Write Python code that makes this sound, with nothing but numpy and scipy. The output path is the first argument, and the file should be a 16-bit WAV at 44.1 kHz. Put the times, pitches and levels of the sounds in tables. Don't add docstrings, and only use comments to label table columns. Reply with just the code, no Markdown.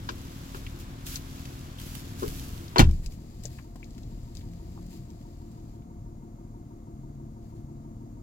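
import sys
import numpy as np
from scipy import signal
from scipy.fft import rfft, irfft
from scipy.io import wavfile
from scipy.ndimage import uniform_filter1d

SR = 44100
rng = np.random.default_rng(int(sys.argv[2]) if len(sys.argv) > 2 else 0)


def volts(x):
    e = np.asarray(x, float) / 20
    return 10 ** e


def log_audio(samples):
    frames = np.atleast_2d(samples).T
    limited = np.clip(frames, -1, 1)
    pcm = np.round(limited * 32767).astype(np.int16)
    wavfile.write(sys.argv[1], SR, pcm)


N = 362502
T = np.arange(N) / SR
HZ = np.fft.rfftfreq(N, 1 / SR)

SHUT_S = 2.79
LAG_OPEN_S, LAG_SHUT_S, LAG_SHUT_HANDLED_S = 0.0004, -0.0004, -0.00012

# (time [s], rate [Hz])
FIRING_RATE = [(0.0, 38.6), (0.75, 38.31), (2.45, 39.2), (2.65, 37.06), (2.93, 40.3), (3.2, 40.08),
               (3.66, 38.41), (4.3, 37.87), (4.72, 35.83), (5.2, 37.27), (5.72, 36.8), (6.09, 37.47),
               (7.16, 36.43), (7.51, 37.04), (8.22, 37.55)]
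# (time [s], throb level [dB], rumble level [dB])
ENGINE_LOAD = [(0.0, -53.5, -42.5), (0.66, -51, -44.5), (1.77, -53, -44.5), (2.4, -50.5, -40.5),
               (2.75, -58.5, -42.5), (3.25, -60.5, -43.5), (3.8, -54, -48.5), (4.05, -53, -43),
               (5.1, -55, -45.5), (6.5, -52, -48.5), (8.22, -52, -47)]
# (multiple of firing rate, relative level [dB])
TONES_OPEN = [(0.5, -26), (1, 3.5), (1.5, -5.5), (2, 0.5), (2.5, -16), (3, -8.5), (3.5, -1.5), (4, -16),
              (4.5, -14), (5, -25.5), (5.5, -24), (6, -2), (6.5, -19), (7, 2), (7.5, -24.5), (8, -23.5),
              (8.5, -13.5), (9, -10.5), (9.5, -20), (10, -31.5), (18, -26)]
# (multiple of firing rate, relative level [dB])
TONES_SHUT = [(0.5, -21), (1, 8.5), (1.5, -12), (2, -7.5), (2.5, -21.5), (3, 0.5), (3.5, -12), (4, -14),
              (4.5, -7), (5, -18), (5.5, -16), (6, 0), (6.5, -9), (7, -6), (7.5, -14.5), (8, -5),
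              (8.5, -34.5), (9, -9), (9.5, -28.5), (10, -37.5), (18, -21)]
FUNDAMENTAL_SAG_DB_PER_S = -1.5
# (frequency [Hz], level [dB])
WHINE = [(708, -74.5), (2126, -87.5), (4679, -87), (5110, -94), (5528, -89.5), (6380, -88.5), (6806, -90)]
# (frequency [Hz], t60 [s], relative levels of the six cylinders in firing order [dB])
BLOCK_MODES = [(336.8, 0.087, (-46, -55, -56.5, -43.5, -40, -44.5)),
               (703.3, 0.075, (-54.5, -60, -58.5, -58.5, -57, -52.5)),
               (934.5, 0.087, (-63.5, -68.5, -65.5, -50, -65.5, -62.5)),
               (1170, .05, (-74.5, -71, -70, -70.5, -62, -70))]
KNOCK_DB_PER_HZ, IDLE_HZ = -1.5, 37
# (frequency [Hz], relative density [dB per Hz])
RUMBLE_SPECTRUM = [(12, -32), (20, 0), (120, -1), (180, -6), (260, -13), (340, -17), (390, -24), (505, -27),
                   (700, -30), (910, -50)]
# (frequency [Hz], relative density [dB per Hz])
HISS_OPEN_SPECTRUM = [(180, -33), (300, 0), (545, -5), (656, -8), (1020, -5.5), (1700, -10), (2880, -13),
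                      (3420, -12.5), (7370, -24), (9000, -23.5), (11700, -59), (19800, -120)]
# (frequency [Hz], relative density [dB per Hz])
HISS_SHUT_SPECTRUM = [(300, -18), (420, -2.5), (560, -4.5), (800, -7.5), (1200, -10), (1500, -19),
                      (3000, -32.5), (4000, -59.5)]
HISS_OPEN_DB, HISS_SHUT_DB = -54.5, -64.5
# (middle [s], frequency [Hz], glide [Hz per s], level [dB], length [s])
BOOMS = [(1.701, 134.5, 3, -51, 1), (3.5, 126.3, -3, -40.5, 0.12), (4.099, 119.3, 25.5, -47.5, .3),
         (4.446, 87, -0.5, -50, 0.28), (4.8, 176, 25, -47, 0.65), (5.6, 68.1, -52, -54, 0.54),
         (5.998, 106.3, -2, -46.5, 0.16), (7.151, 140.1, 25, -44.5, 0.48), (7.7, 140.4, 1.5, -48.5, 0.58)]

# (frequency [Hz], relative density [dB per Hz])
FLOOR_SPECTRUM = [(1180, -34.5), (2000, -11), (2130, -8), (2300, -10.5), (2800, -11), (4050, -5),
                  (4590, -7.5), (5770, -6), (6700, 1), (8580, -11), (15200, -9), (16100, -19.5),
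                  (16500, -30.5)]
FLOOR_DB = -73.5

# (frequency [Hz], relative density [dB per Hz])
CLOTH_SPECTRUM = [(710, -34), (1200, -3.5), (1690, -2), (1840, -8), (2700, -1), (3330, -0.5), (4990, -0.5),
                  (6640, -1), (7170, 0), (8170, -6), (9740, -7.5), (11600, -2), (16000, -7.5),
                  (16500, -33.5)]
# (frequency [Hz], relative density [dB per Hz])
CLOTH_SHUT_SPECTRUM = [(1060, -25.5), (1800, -5.5), (3320, -7), (4850, -1.5), (5630, -8), (7430, -3),
                       (8940, -11), (15200, -8), (16000, -11), (16500, -31)]
# (time [s], level [dB])
FIDGET = [(0.0, -62.5), (.09, -57.5), (.55, -56.5), (.85, -62), (.98, -62.5), (1.22, -58), (1.37, -55),
          (1.66, -58.5), (1.75, -62), (2.05, -55.5), (2.62, -62.5), (2.74, -70), (2.95, -62), (3.02, -68),
          (3.42, -65), (3.73, -73), (3.8, -67.5), (4.0, -66.5), (4.43, -67.5), (4.79, -66), (5.1, -69),
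          (5.76, -72.5), (5.86, -93)]
# (start [s], hold [s], level [dB], release by 20 dB [s])
STROKES = [(0.525, .02, -53.5, .05), (0.77, 0.018, -56.5, .05), (1.039, 0.096, -45, 0.039),
           (1.767, 0.2, -52.5, 0.032), (2.166, 0.17, -50.5, 0.6), (2.694, .01, -65, .03),
           (3.007, .015, -59.5, 0.032), (3.08, 0.033, -62, .04), (3.412, 0.028, -57.5, 0.046),
           (3.478, 0.071, -62, 0.15), (4.328, 0.037, -63.5, 0.081), (4.875, 0.065, -61, .06),
           (7.393, 0.082, -75.5, .1), (7.528, 0.031, -74.5, 0.056)]
STROKE_ATTACK_S = 0.03
FIDGET_TOP_DB, STROKE_TOP_DB, CLOTH_PAN_DB = (-3.5, -6.5), (-1, -4), (-0.5, 4.5)

# (time [s], level [dB], tilt about 1 kHz [dB per octave])
TRIM_HITS = [(.089, -38.5, 1.1), (.545, -47, -1.5), (2.221, -46, -6), (2.229, -38.5, -5.5),
             (2.259, -52, -1.5)]
# (centre [Hz], width [octaves], relative level [dB], t60 [s], left minus right [dB])
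TRIM_BANDS = [(358, 1.3, 0.9, 0.14, 2.8), (1165, 0.55, 5.5, 0.054, .3), (1565, 0.26, -3, 0.068, -2.5),
              (3413, 1.6, -2.2, 0.066, 12.5)]
# (time [s], level [dB], centre [Hz], width [octaves], left minus right [dB])
TICKS = [(.665, -38.5, 2650, 1.6, 1), (.798, -46, 7010, 3.1, 5), (1.157, -30.5, 5100, 1.1, 11.5),
         (1.454, -42.5, 3444, 2.28, 1), (1.785, -44, 3260, 0.49, 9), (1.951, -37, 9000, 9.1, -10.5),
         (2.68, -48.5, 4530, 0.82, 14), (2.911, -45, 5450, 4.1, 15), (3.061, -39, 5480, 2.2, 12.5),
         (3.121, -51.5, 5080, 2.6, 10), (3.436, -43.5, 7440, 2.6, 13), (3.45, -47, 538, .5, 2),
         (3.454, -37.5, 5800, 1.5, 16), (3.586, -45, 1350, 2, 10), (3.756, -52, 650, 1.196, 5),
         (3.758, -48.5, 5027, 5.7, 10.5), (3.829, -46.5, 2400, .47, 6), (3.842, -51.5, 4930, 1.21, 11),
         (3.906, -54.5, 6050, 1.61, 9.5), (3.98, -50.5, 3000, 3.02, 7.5), (4.032, -56.5, 4450, 1.5, 13.5),
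         (4.351, -47, 6000, 2.1, 13.5), (4.37, -46, 5040, 1.35, 14), (4.41, -54.5, 2850, 1.4, 6),
         (4.776, -51.5, 990, 0.65, 2), (4.864, -54, 8940, 2.66, 14), (5.102, -57, 4480, 1.33, 10),
         (5.514, -58.5, 7090, 2.5, 4.5), (5.821, -64.5, 2502, 2.27, 0)]
TICK_T60_S, TICK_T60_CYCLES = 0.02, 25
RISE_S, RISE_CYCLES = 0.00046, 0.84
TOP_HZ, TOP_DB = 7880, (-8.5, 1.5)
CABIN_T60_S, CABIN_DB = 0.06, -6

# (time [s], relative level [dB], contact time [s])
BLOWS = [(2.276, -21.5, 0.0086), (2.789, -14.5, 0.0026), (2.794, -4.5, .004), (2.802, -3, .004),
         (2.826, -2, .011), (2.873, -16.5, 0.0059), (2.941, -19, 0.0082), (2.995, -28.5, 0.0071),
         (3.066, -21.5, 0.0138)]
# (frequency [Hz], relative level [dB], t60 [s], rise [s])
SHELL_MODES = [(26.64, -13.5, .4, .01), (42.66, -11, 0.2, 0.0067), (76.24, 11, 0.22, 0.11),
               (114.5, -12, 0.16, 0.0017), (150.4, -18, 0.2234, .002), (192, -0.5, 0.14, 0.0042),
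               (262.2, -13.5, 0.1274, 0.0014), (321.6, 1, 0.62, 0.0011), (370, -10, 0.11, 0.00055),
               (443.5, -4, 0.09836, 0.00096), (561.7, -17.5, 0.098, 0.0011)]
# (time [s], level [dB], tilt about 1 kHz [dB per octave])
SLAM_HITS = [(2.759, -26.5, -5.5), (2.766, -29, -6.5), (2.782, -27, 2), (2.792, -17, 1.13),
             (2.8, -20.5, 0.76), (2.815, -32.5, -1.14), (2.84, -42, -2.2), (2.889, -52, -1.5)]
# (centre [Hz], width [octaves], relative level [dB], t60 [s], left minus right [dB])
PANEL_BANDS = [(385.6, 0.55, -8, .12, 1.14), (839.5, 1.6, 2.5, 0.067, 4), (2200, 1.6, -0.3, 0.063, 1.7),
               (2200, 3, -15.5, 0.16, 1.1), (4000, 1.8, -5.1, .045, 14.5), (11440, 0.93, -16.5, 0.062, -3)]
LATCH_S, LATCH_HZ, LATCH_DB, LATCH_T60_S = 2.783, 4330, -8.5, 0.022


def curves(table):
    s, *columns = np.transpose(table)
    return [np.interp(T, s, column) for column in columns]


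def walk(rate_hz):
    hold = int(SR / rate_hz)
    steps = np.repeat(rng.standard_normal(N // hold + 1), hold)
    return 1.24 * uniform_filter1d(uniform_filter1d(steps, hold), hold)[:N]


def sides(pan_db):
    return volts(np.array([pan_db, -pan_db]) / 2)


def noise(spectrum, alike_hz, alike_top, grit=1, lo_hz=0, hi_hz=SR):
    hz, db = np.transpose(spectrum)
    gain = volts(np.interp(np.log(HZ + 1), np.log(hz), db, left=-90, right=-90))
    gain = gain * (HZ >= lo_hz) * (HZ < hi_hz)
    alike = np.clip(alike_top + (1 - alike_top) / (1 + (HZ / alike_hz) ** 2), 0, 1)
    a, b = rfft(rng.standard_normal((2, N)) * grit) * gain
    out = irfft([alike * a + np.sqrt(1 - alike ** 2) * b, a], N)
    return out / np.sqrt(np.mean(out ** 2))


def ring(strikes, hz, db, t60_s, rise_s=0.001):
    t = T[:SR]
    decay = np.exp(-np.log(1000) * t / t60_s)
    rise = 1 - np.exp(-(t / rise_s) ** 2)
    mode = volts(db) * np.sin(2 * np.pi * hz * t) * decay * rise
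    return signal.fftconvolve(strikes, mode)[:N]


def ports(x, lag_shut_s=LAG_SHUT_S):
    shut = np.clip((T - SHUT_S - 0.06) / 0.0092, 0, 1)
    left = 0
    for share, lag_s in [(1 - shut, LAG_OPEN_S), (shut, lag_shut_s)]:
        left = left + irfft(rfft(x[0] * share) * np.exp(-2j * np.pi * HZ * lag_s), N)
    return np.array([left, x[1]])


def engine():
    (firing_hz,), (throb_db, rumble_db) = curves(FIRING_RATE), curves(ENGINE_LOAD)
    phase = 2 * np.pi * np.cumsum(firing_hz) / SR
    shut = np.clip((T - SHUT_S) / 0.04655 + 1, 0, 1)
    tonal = throb(phase, shut) * volts(throb_db) + whine() + boom()
    tonal = tonal + knocks(phase) * volts(KNOCK_DB_PER_HZ * (firing_hz - IDLE_HZ))
    return (tonal + rumble(phase) * volts(rumble_db) + hiss(shut)) * sides(1.6)[:, None]


def throb(phase, shut):
    out = 0
    for (multiple, open_db), (_, shut_db) in zip(TONES_OPEN, TONES_SHUT):
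        db = open_db + shut * (shut_db - open_db) + 1.2 * walk(5)
        if multiple == 1:
            db = db + FUNDAMENTAL_SAG_DB_PER_S * np.clip(T - SHUT_S, 0, None)
        out = out - volts(db) * np.cos(multiple * phase + 0.04 * multiple * walk(6))
    return out


def whine():
    return sum(volts(db + 1.53 * walk(16)) * np.cos(2 * np.pi * hz * T + 1.34 * walk(27)) for hz, db in WHINE)


def knocks(phase):
    count = np.floor(phase / (2 * np.pi) - 0.3)
    fired, cylinder = np.diff(count, prepend=0), count.astype(int) % 6
    out = 0
    for hz, t60_s, cylinder_db in BLOCK_MODES:
        strikes = fired * volts(np.array(cylinder_db)[cylinder] + 0.81 * walk(30))
        out = out + ring(strikes, hz, 2.3, t60_s, rise_s=0.0068)
    return out


def rumble(phase):
    return noise(RUMBLE_SPECTRUM, 440, 0.82) * (1 + 0.28 * np.cos(phase))


def hiss(shut):
    bright = noise(HISS_OPEN_SPECTRUM, 620, 0.098) * volts(HISS_OPEN_DB)
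    dull = noise(HISS_SHUT_SPECTRUM, 750, 0.13) * volts(HISS_SHUT_DB)
    return (1 - shut) * bright + shut * dull


def background():
    return volts(FLOOR_DB) * noise(FLOOR_SPECTRUM, 1000, 0.074) * sides(3.065)[:, None]


def rustle():
    shut = (T > SHUT_S).astype(int)
    fidget_power = volts(curves(FIDGET)[0]) ** 2
    stroke_power = 0
    for start_s, hold_s, db, release_s in STROKES:
        t = T - start_s
        swell = np.clip(t / STROKE_ATTACK_S, 0, 1) ** 2
        fade = np.exp(-np.clip(t - STROKE_ATTACK_S - hold_s, 0, None) * np.log(10) / release_s)
        stroke_power = stroke_power + (volts(db) * swell * fade) ** 2
    slips = np.repeat(rng.exponential(size=N // 64 + 1), 64)[:N]
    grit = volts(1.6 * uniform_filter1d(slips, size=48))
    body_open = noise(CLOTH_SPECTRUM, 1200, 0.07, grit, hi_hz=TOP_HZ)
    body_shut = noise(CLOTH_SHUT_SPECTRUM, 1500, 0.1, grit, hi_hz=TOP_HZ)
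    body = np.where(shut, body_shut, body_open)
    top = noise(CLOTH_SPECTRUM, 1500, 0.071, grit, lo_hz=TOP_HZ)
    top_power = fidget_power * volts(FIDGET_TOP_DB)[shut] ** 2 + stroke_power * volts(STROKE_TOP_DB)[shut] ** 2
    cloth = np.sqrt(fidget_power + stroke_power) * body + np.sqrt(top_power) * top
    return cloth * sides(np.array(CLOTH_PAN_DB)[shut])


def struck(hits, bands):
    return [(s, db + band_db + tilt_db * np.log2(hz / 1000), hz, octaves, pan_db, t60_s)
            for s, db, tilt_db in hits for hz, octaves, band_db, t60_s, pan_db in bands]


def clicks():
    out = np.zeros((2, N))
    size = 8192
    t = T[:size]
    hz = np.fft.rfftfreq(size, 1 / SR) + 1
    rows = struck(TRIM_HITS, TRIM_BANDS) + struck(SLAM_HITS, PANEL_BANDS)
    for s, db, centre_hz, octaves, pan_db in TICKS:
        rows.append((s, db, centre_hz, octaves, pan_db, TICK_T60_S + TICK_T60_CYCLES / centre_hz))
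    for s, db, centre_hz, octaves, pan_db, t60_s in rows:
        band_gain = 1 / (1 + (2 * np.log2(hz / centre_hz) / max(octaves, 0.1)) ** 4)
        rattle = irfft(rfft(rng.standard_normal(size)) * band_gain)
        contact = np.roll(irfft(band_gain), 24)
        decay = np.exp(-np.log(1000) * t / t60_s)
        rise = np.minimum(t / (RISE_S + RISE_CYCLES / centre_hz), 1)
        burst = (rattle / rattle.std() + 2 * contact / contact.max()) * decay * rise
        i = int(s * SR)
        out[:, i:i + size] += volts(db) * burst * sides(pan_db)[:, None]
    return out


def port_treble(x):
    return irfft(rfft(x) * volts(np.outer(TOP_DB, HZ > TOP_HZ)), N)


def cabin(x):
    t = T[:SR // 4]
    tail = rng.standard_normal((2, len(t))) * np.exp(-np.log(1000) * t / CABIN_T60_S) * (t > 0.001)
    tail /= np.sqrt(np.sum(tail ** 2, axis=1, keepdims=True))
    return x + volts(CABIN_DB) * signal.fftconvolve(x, tail, axes=1)[:, :N]


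def boom():
    out = 0
    for middle_s, hz, glide_hz_per_s, db, length_s in BOOMS:
        t = T - middle_s
        swell = volts(db + 1.6 * walk(7.6)) * np.exp(-(2 * t / length_s) ** 2)
        out = out + swell * np.cos(2 * np.pi * (hz + glide_hz_per_s * t / 2) * t + 0.5 * walk(22))
    return out


def door():
    dips, force = np.zeros(N), np.zeros(N)
    for s, db, contact_s in BLOWS:
        push = np.sin(np.pi * np.clip((T - s) / contact_s, 0, 1)) ** 2
        dips -= volts(db) * push
        force -= volts(db) * push / push.sum()
    out = dips * volts(-2.5)
    for k, mode in enumerate(SHELL_MODES):
        pan_db = 2.5 * (-1) ** k * (k > 1)
        out = out + ring(force, *mode) * sides(pan_db)[:, None]
    return out


def latch():
    snap = (np.arange(N) == round(LATCH_S * SR)).astype(float)
    return ring(snap, LATCH_HZ, LATCH_DB, LATCH_T60_S, rise_s=RISE_S)


def scene():
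    outer = engine() + background() + door()
    handled = rustle() + cabin(port_treble(clicks() + latch()))
    return ports(outer) + ports(handled, LAG_SHUT_HANDLED_S)


def low_pass(x):
    return signal.sosfilt(signal.butter(12, 16640, fs=SR, output="sos"), x)


def record(dry):
    x = signal.sosfilt(signal.butter(2, 18, "high", fs=SR, output="sos"), dry)
    mix = np.tanh(x * 1.224) / 1.01
    return low_pass(mix)


dry = scene()
out = record(dry)
log_audio(out)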